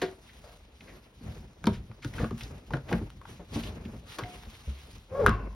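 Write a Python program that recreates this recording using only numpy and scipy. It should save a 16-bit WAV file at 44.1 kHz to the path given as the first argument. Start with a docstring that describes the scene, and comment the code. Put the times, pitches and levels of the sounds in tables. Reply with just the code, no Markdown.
"""Knees, feet and a cardboard box thud on carpeted floorboards as someone kneels and shifts the box.
Flaps tick, soles scuff, and clothes and card rustle over the carpet. At the end a stiff joint creaks
as it sticks and slips, and a hard knock sets the metal panel of a radiator ringing. The house rumbles
faintly throughout. The small furnished room is heard by a phone with two microphone openings."""
import sys
import numpy as np
from scipy import signal
from scipy.fft import rfft, irfft, next_fast_len
from scipy.io import wavfile
from scipy.ndimage import uniform_filter1d

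SR = 44100
rng = np.random.default_rng(int(sys.argv[2]) if len(sys.argv) > 2 else 0)


def materialize(psi):
    """Save the field psi as 16-bit PCM at rate SR to the path in sys.argv[1].

    A 1-D psi becomes a single channel; in a 2-D psi each row is a channel.
    """
    bounded = np.clip(np.atleast_2d(psi).T, -1, 1)
    quanta = np.round(bounded * 32767).astype(np.int16)
    wavfile.write(sys.argv[1], SR, quanta)


N = 244734
RING_SAMPLES = int(0.65 * SR)


def undb(db):
    """Turn decibels into a number to multiply by."""
    return 10 ** (np.asarray(db) / 20)


def along(table, n):
    """Read a table of (pitch_hz, value) at every frequency of an n-sample spectrum."""
    hz, value = np.transpose(table)
    return np.interp(np.log(np.arange(n // 2 + 1) * SR / n + 1), np.log(hz), value)


def noise(colour, grain_db=0.):
    """Noise of average strength 1, shaped by (pitch_hz, level_db) rows; grain_db makes it crackle."""
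    ends = [(colour[0][0] / 2, -80)] + list(colour) + [(colour[-1][0] * 2, -80)]
    n = next_fast_len(N)
    grains = rng.standard_normal(n) * undb(grain_db * np.minimum(rng.exponential(size=n), 7))
    x = irfft(rfft(grains) * undb(along(ends, n)), n)[:N]
    return x / x.std()


def wander(rate_hz):
    """A curve that glides to a new random value rate_hz times a second."""
    step = int(SR / rate_hz) + 1
    return uniform_filter1d(np.repeat(rng.standard_normal(N // step + 1), step), step)[:N]


def fade(fade_s, count=RING_SAMPLES):
    """A level that falls by 60 dB every fade_s seconds."""
    return np.exp(-np.log(1000) * np.arange(count) / SR / fade_s)


def swell(rise_s, count=RING_SAMPLES):
    """A level that builds smoothly from 0 to 1, like the force of a contact."""
    return 1 - np.exp(-(np.arange(count) / SR / rise_s) ** 2)


def ring(hz, fade_s, phase=0., count=RING_SAMPLES):
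    """One pure tone dying away."""
    return np.sin(2 * np.pi * hz * np.arange(count) / SR + phase) * fade(fade_s, count)


def band(x, hz, width_hz):
    """A resonance: keep the part of a sound that lies near hz."""
    width_hz = np.clip(width_hz, 10, min(3 * hz, SR / 3))
    return signal.lfilter(*signal.iirpeak(hz, hz / width_hz, SR), x)


def add(track, start_s, sound):
    """Mix a sound into the track at start_s."""
    i = int(start_s * SR)
    track[i:i + len(sound)] += sound[:N - i]


def house_rumble():
    """The house gives off a faint, steady, deep noise."""
    return undb(-59) * noise([(36, -24), (44, 11.5), (52, -10), (62, 9.5), (80, 2)])


def room_echo(sound):
    """The furnished room returns two short, dull echoes, each a different blur of the sound."""
    t = np.arange(int(0.5 * SR)) / SR
    tails = rng.standard_normal((2, len(t))) * fade(0.19, len(t)) * np.minimum(t / 0.00069, 1)
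    tails = signal.lfilter(*signal.butter(1, [215, 3300], "band", fs=SR), tails)
    tails /= np.sqrt((tails[0] ** 2).sum())
    return undb(-15.5) * signal.fftconvolve(sound[None], tails, axes=1)[:, :N]


def patchy(x, depth_db=1.3, width_hz=1244):
    """Each range of pitch swells and sinks on its own, about 40 ms at a time."""
    hz, _, spectrum = signal.stft(x, SR, nperseg=512)
    patches = rng.standard_normal(spectrum.shape[1:])
    for _ in range(2):
        patches = uniform_filter1d(patches, int(width_hz / hz[1]), axis=0)  # smooth across pitch
        patches = uniform_filter1d(patches, 7, axis=1)  # smooth across time
    return signal.istft(spectrum * undb(depth_db * patches / patches.std()), SR, nperseg=512)[1][:, :N]


def movement():
    """With each move, cloth rustles, card drags and weight makes the boards rumble; two noise tracks."""
    # moves over the carpet: start_s, hold_s, cloth_db, card_db, boards_db
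    moves = [(0, 0.13, -62, -56, -59.5), (0.231, 0.32, -61.5, -69, -58.5), (0.82, 0.14, -61.5, -56.5, -53),
             (1.253, 0.12, -58.5, -53, -43.5), (1.673, 0.0074, -56, -60, -41),
             (1.693, 0.0057, -62, -46.5, -33.5), (2.06, 0.018, -57.5, -74, -49),
             (2.162, 0.054, -51, -48, -38.5), (2.389, 0.056, -53, -61, -48),
             (2.51, 0.03, -63, -49.5, -44.5), (2.725, 0.033, -60, -55, -42),
             (2.907, 0.037, -54.5, -43.5, -46), (2.972, 0.067, -61, -69, -41),
             (3.291, 0.011, -54, -52.5, -46.5), (3.534, 0.14, -50.5, -51.5, -41),
             (3.692, 0.16, -69, -52, -43.5), (3.849, 0.14, -63, -57.5, -48.5),
             (4.099, 0.042, -52, -60, -59), (4.211, 0.14, -56.5, -54, -50.5),
             (4.37, 0.6, -58.5, -65, -56.5), (5.134, 0.11, -65, -49.5, -55),
             (5.25, 0.015, -73, -44.5, -32.5), (5.347, 0.09, -88, -48, -40)]
    # tone colour of rustling cloth: pitch_hz, level_db
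    cloth = [(700, 0.5), (1000, 4), (1850, 1), (2600, 2), (4100, -1), (6000, -1.5), (8000, -7), (11000, -7),
             (13000, -13), (16000, -11.5)]
    # tone colour of dragged card: pitch_hz, level_db
    card = [(200, 9.5), (300, 8), (500, 5.5), (900, -2), (1500, -9.5), (2500, -13)]
    # tone colour of boards under weight: pitch_hz, level_db
    boards = [(30, -25), (40, 5.5), (51, 7), (65, 3.5), (108, 4), (160, -2.5), (220, -4.5), (300, -17),
              (420, -19)]
    # colour, rest_db, rise_db_per_s, fall_db_per_s, flicker_db, flicker_hz, grain_db
    layers = [(cloth, -68, 298, 153, 1.8, 70, 2.8),
              (card, -63.5, 249, 145, 3.5, 50, 2.2),
              (boards, -62.5, 230, 101, 3.5, 15, 0)]
    t = np.arange(N) / SR
    start_s, hold_s, *levels_db = np.transpose(moves)[:, :, None]
    before_s, after_s = np.maximum(start_s - t, 0), np.maximum(t - start_s - hold_s, 0)
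    out = 0
    for (colour, rest_db, rise, fall, flicker_db, flicker_hz, grain_db), db in zip(layers, levels_db):
        move_gains = undb(db - rise * before_s - fall * after_s)
        power = undb(rest_db) ** 2 + (move_gains ** 2).sum(axis=0)
        gain = np.sqrt(power) * undb(flicker_db * wander(flicker_hz))
        pair = np.array([noise(colour, grain_db), noise(colour, grain_db)])
        out = out + gain * (patchy(pair) if colour is cloth else pair)
    return out


def scuffs():
    """A sole or card rubs the carpet: a short hiss swells and fades."""
    # rubs on the carpet: start_s, peak_db, pitch_hz, width_hz, fade_s
    rubs = [(0.284, -46.5, 1930, 500, 0.067), (.865, -44, 1930, 600, 0.18),
            (1.722, -40.5, 2170, 2920, 0.16), (2.016, -39, 1880, 2500, 0.1),
            (2.882, -36, 1620, 1460, 0.036), (3.532, -36.5, 3000, 4000, 0.09)]
    out = np.zeros(N)
    for start_s, peak_db, hz, width_hz, fade_s in rubs:
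        friction = rng.standard_normal(RING_SAMPLES) * fade(fade_s) * swell(rise_s=0.016)
        rub = band(band(friction, hz, width_hz), hz, 2 * width_hz)
        add(out, start_s, undb(peak_db) * rub / abs(rub).max())
    return out


def creak(throb_hz=45, throb_db=1):
    """A stiff joint sticks and slips hundreds of times a second, and each slip shakes the wood."""
    # course of the creak: time_s, slip_rate_hz, level_db
    course = [(5.1, 500, -57), (5.12, 518.2, -41.5), (5.155, 546.3, -32.5), (5.192, 571.3, -30.5),
              (5.199, 577, -25.5), (5.227, 438.3, -27.5), (5.25, 426.5, -24.5), (5.272, 430, -30)]
    # resonances of the wood: pitch_hz, width_hz, level_db
    wood = [(429, 37, 1.5), (554, 74, 0.5), (836, 98, -12), (1114, 114, -15), (1400, 100, -19.5),
            (1620, 120, -26), (2370, 130, -38)]
    t = np.arange(N) / SR
    time_s, slip_hz, level_db = np.transpose(course)
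    slip_count = np.cumsum(np.interp(t, time_s, slip_hz) * (1 + 0.02036 * wander(120))) / SR
    slips = np.diff(np.floor(slip_count), prepend=0) * undb(1.9 * wander(90))
    slips += 0.092 * rng.standard_normal(N)
    body = sum((-1) ** k * undb(db) * band(slips, hz, width) for k, (hz, width, db) in enumerate(wood))
    grip_db = throb_db * np.cos(2 * np.pi * throb_hz * (t - time_s[4]))  # grips and lets go
    return body / body.std() * undb(np.interp(t, time_s, level_db, left=-120, right=-120) + grip_db)


def radiator(detune=0.0252):
    """Knocks ring the metal panel's tones nearest their own pitch; hard knocks make the tones rattle."""
    # tones of the panel: pitch_hz, level_db, fade_s
    panel = [(405.5, -7, 0.36), (722.5, -32, 0.53), (1087, -23, 0.53), (1040, -23.5, 0.76),
             (1208, -11, 0.029), (1374, -10, 0.062), (1604, -10.5, 0.038), (1500, -20, 0.33),
             (2690, -26, 0.52), (5760, 3.5, 0.054)]
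    # blows that reach the panel: start_s, level_db, pitch_hz, spread_octaves, rattle (0 to 1)
    knocks = [(4.242, -13.5, 726, .12, 0), (5.2631, -6.5, 1360, 1.125, 0.76), (5.283, -12, 890, 0.92, 0.84)]
    out = np.zeros(N)
    for k, (hz, tone_db, fade_s) in enumerate(panel):
        shake = 1.07 * wander(130)
        neighbours = np.array([0, *rng.uniform(-1.02, 1, size=2)])  # each tone is three close ones
        for start_s, knock_db, knock_hz, spread_octaves, rattle in knocks:
            nearness = np.exp(-(np.log2(hz / knock_hz) / spread_octaves) ** 2)
            gain = (-1) ** k * undb(knock_db + tone_db) * nearness / 2
            tone = sum(ring(hz * (1 + detune * n), fade_s, 2 * np.pi * n) for n in rattle * neighbours)
            depth = rattle * swell(rise_s=0.022)
            flutter = 1 - depth + depth * np.roll(shake, -int(start_s * SR))[:RING_SAMPLES]
            add(out, start_s, gain * tone * flutter)
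    return out


def crack(time_s=5.264, level_db=-4, pitch_hz=1320, width_s=0.00075):
    """The hard knock first meets the radiator in one very short, sharp pulse."""
    t = np.arange(N) / SR - time_s
    return undb(level_db) * np.exp(-(t / width_s) ** 2) * np.sin(1 - 2 * np.pi * pitch_hz * t)


def ticks(count=14000):
    """Card, shoe and metal touch: each makes a pitched burst of noise with a shorter, broader edge. The long
    row at 5.27 s is not a touch: it is a diffuse noise tail that lingers after the hard knock."""
    # contacts, plus one lingering tail at 5.27 s: start_s, level_db, pitch_hz, fade_s, edge_db
    contacts = [(.016, -26.5, 1900, 0.17, -4.5), (.019, -29.5, 3600, 0.19, -1.5),
                (0.441, -44, 590, 0.53, -28), (0.807, -40, 2480, 0.031, -31),
                (1.641, -27.5, 1330, 0.021, -6), (1.656, -35, 4200, 0.027, -4),
                (1.671, -19.5, 965, 0.06, -13), (1.668, -22.5, 3610, 0.029, 2),
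                (1.914, -41, 1190, 0.025, -20), (2.045, -31, 1510, 0.028, 1), (2.137, -37, 1800, 0.066, -2),
                (2.182, -31, 1500, 0.3, -17), (2.243, -27.5, 1150, 0.02, -12),
                (2.308, -35.5, 1190, 0.041, -3.5), (2.408, -33.5, 2570, 0.064, -2),
                (2.434, -35, 4950, 0.028, -5.5), (2.706, -32, 890, 0.057, -12),
                (2.735, -25, 1470, 0.045, -7.5), (2.769, -35.5, 1040, 0.027, -8),
                (2.914, -25.5, 775, 0.11, -33), (2.927, -22.5, 1680, 0.043, -8.5),
                (3.101, -55.5, 6030, 0.017, 15.5), (3.214, -40, 1100, 0.03, -9),
                (3.253, -37.5, 897, 0.024, -27), (3.634, -33, 2900, 0.048, -17),
                (3.671, -37.5, 3040, 0.048, -31), (3.852, -39.5, 2520, 0.043, -12),
                (4.184, -29, 1130, 0.13, 2), (4.236, -31, 2050, 0.011, -26), (4.433, -44.5, 885, 0.024, 2),
                (4.452, -46, 3700, 0.016, -13), (4.55, -49, 2500, .015, 2), (4.93, -45.5, 4970, 0.014, -7),
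                (4.982, -48, 5900, .012, -4), (5.27, -26.5, 1405, 0.33, -17),
                (5.263, -23, 10010, 0.0062, 5.5), (5.266, -24, 2550, 0.069, -4),
                (5.293, -17.5, 1240, 0.022, -8.5)]
    out = np.zeros(N)
    for start_s, level_db, hz, fade_s, edge_db in contacts:
        body_noise, edge_noise = rng.standard_normal((2, count))
        rise_s = 0.0015 if edge_db >= 0 else 0.0003
        shape = fade(fade_s, count) * swell(rise_s, count)
        ping = 0.35 * ring(hz, fade_s=0.024, count=count)
        body = band(band((body_noise + ping) * shape, hz, 0.4 * hz), hz, 1.75 * hz)
        edge = band(edge_noise * shape ** 2.2, hz=680, width_hz=2040)
        tick = body / abs(body).max() + undb(edge_db) * edge / abs(edge).max()
        add(out, start_s, undb(level_db) * tick)
    return out


def thuds():
    """The carpet softens each blow, which rings the thing that lands, the hollow box and the boards."""
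    # blows of knees, feet and box: start_s, level_db, pitch_hz, fade_s, hollow_db
    blows = [(0.017, -23.5, 375.6, 0.23, 1), (1.21, -40.5, 232, 0.13, -23), (1.277, -33, 70, 0.1, -24),
             (1.642, -28.5, 168, 0.22, -7), (1.669, -14, 208, 0.15, -7), (1.896, -34, 110, 0.066, -11),
             (2.047, -25, 282, 0.054, -13), (2.055, -23.5, 121, 0.14, -32), (2.196, -17.5, 70.5, 0.078, -7),
             (2.226, -20, 133, 0.12, -5), (2.311, -20.5, 398, 0.03, -20), (2.325, -29.5, 134, 0.14, -29),
             (2.423, -33.5, 107, 0.08, -12), (2.709, -29, 134, 0.031, -3.5),
             (2.733, -21, 136.3, 0.25, -1.5), (2.917, -28.5, 304, 0.09, 5), (2.933, -14.5, 146, 0.057, -16),
             (3.009, -30, 318, 0.074, -6), (3.392, -39, 71.6, 0.041, -0.5),
             (3.556, -23.5, 110, 0.044, -5.5), (3.565, -23, 306, 0.092, -38), (3.764, -32, 177, 0.12, -18),
             (3.854, -31, 200, 0.11, -15), (3.931, -30.5, 95, 0.058, -5.5), (4.185, -30, 293, 0.065, 0),
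             (4.224, -25.5, 117, 0.066, -15), (4.467, -34, 63.5, 0.11, -37),
             (4.672, -24.5, 67.8, 0.32, -19), (5.111, -34, 89, 0.2, -23), (5.271, -13.5, 86, 0.077, -7),
             (5.301, -27, 49.6, 1, -26), (5.308, -23.5, 107.5, 0.24, -27)]
    # tones of the floorboards: pitch_hz, level_db, fade_s
    board_tones = [(50.5, -0.5, 0.15), (106, -5.5, 0.16), (162.7, -2.5, 0.2), (210.5, -5.5, 0.2)]
    out = np.zeros(N)
    variations = rng.standard_normal((len(blows), len(board_tones)))
    for (start_s, level_db, hz, fade_s, hollow_db), variation in zip(blows, variations):
        body = ring(hz, fade_s) + undb(-14) * ring(1.108 * hz, fade_s)
        body += undb(-13) * ring(1.9 * hz, 0.86 * fade_s)
        boards = sum(undb(db + 8.3 * chance) * ring(board_hz * (1 + 0.045 * chance), board_fade_s)
                     for (board_hz, db, board_fade_s), chance in zip(board_tones, variation))
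        boards_db = -12.5 - 1.5 * np.log2(hz / 130)  # higher, lighter things shake the boards less
        burst = rng.standard_normal(RING_SAMPLES) * fade(0.13)
        hollow = band(band(burst, hz=313, width_hz=284), hz=415, width_hz=560)
        blow = body + undb(boards_db) * boards + undb(hollow_db) * hollow / abs(hollow).max()
        add(out, start_s, undb(level_db) * blow * swell(rise_s=0.0039))
    return out


def scene():
    """Direct sound sits in the middle; echo and movement noise also differ between left and right."""
    # how much of that left-right difference is kept: pitch_hz, level_db
    spread = [(60, -45), (150, -25), (300, -13), (700, -4.5), (1500, -4.5), (4000, 2.5), (6500, -38),
              (16000, -62)]
    direct = thuds() + ticks() + scuffs() + creak() + radiator() + crack() + house_rumble()
    middle, side = room_echo(direct) + movement()
    n = next_fast_len(N)
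    side = irfft(rfft(side, n) * undb(along(spread, n)), n)[:N]
    return np.array([direct + middle + side, direct + middle - side])


def record(dry, bass_cut_hz=38, treble_cut_hz=16000):
    """The phone's two openings differ in timing and level; the deepest bass and top treble are cut."""
    # how far the left opening's wave runs ahead of the right: pitch_hz, lead_radians
    left_lead = [(100, 0), (3000, 0), (5300, .2), (7600, 3.14), (11200, 6.28), (14200, 9.42), (16500, 11)]
    # how much louder the left opening is than the right: pitch_hz, level_db
    balance = [(100, 0.5), (300, .5), (700, 3), (1500, 2), (3000, 0), (16000, -1)]
    n = next_fast_len(N + 2048)
    half_difference = undb(along(balance, n) / 2) * np.exp(0.5j * along(left_lead, n))
    stereo = irfft(rfft(dry, n) * np.array([half_difference, 1 / half_difference]), n)[:, :N]
    stereo = signal.sosfilt(signal.butter(4, bass_cut_hz, "high", fs=SR, output="sos"), stereo)
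    return signal.sosfilt(signal.ellip(10, 0.2, 80, treble_cut_hz, fs=SR, output="sos"), stereo)


dry = scene()
out = record(dry)
materialize(out)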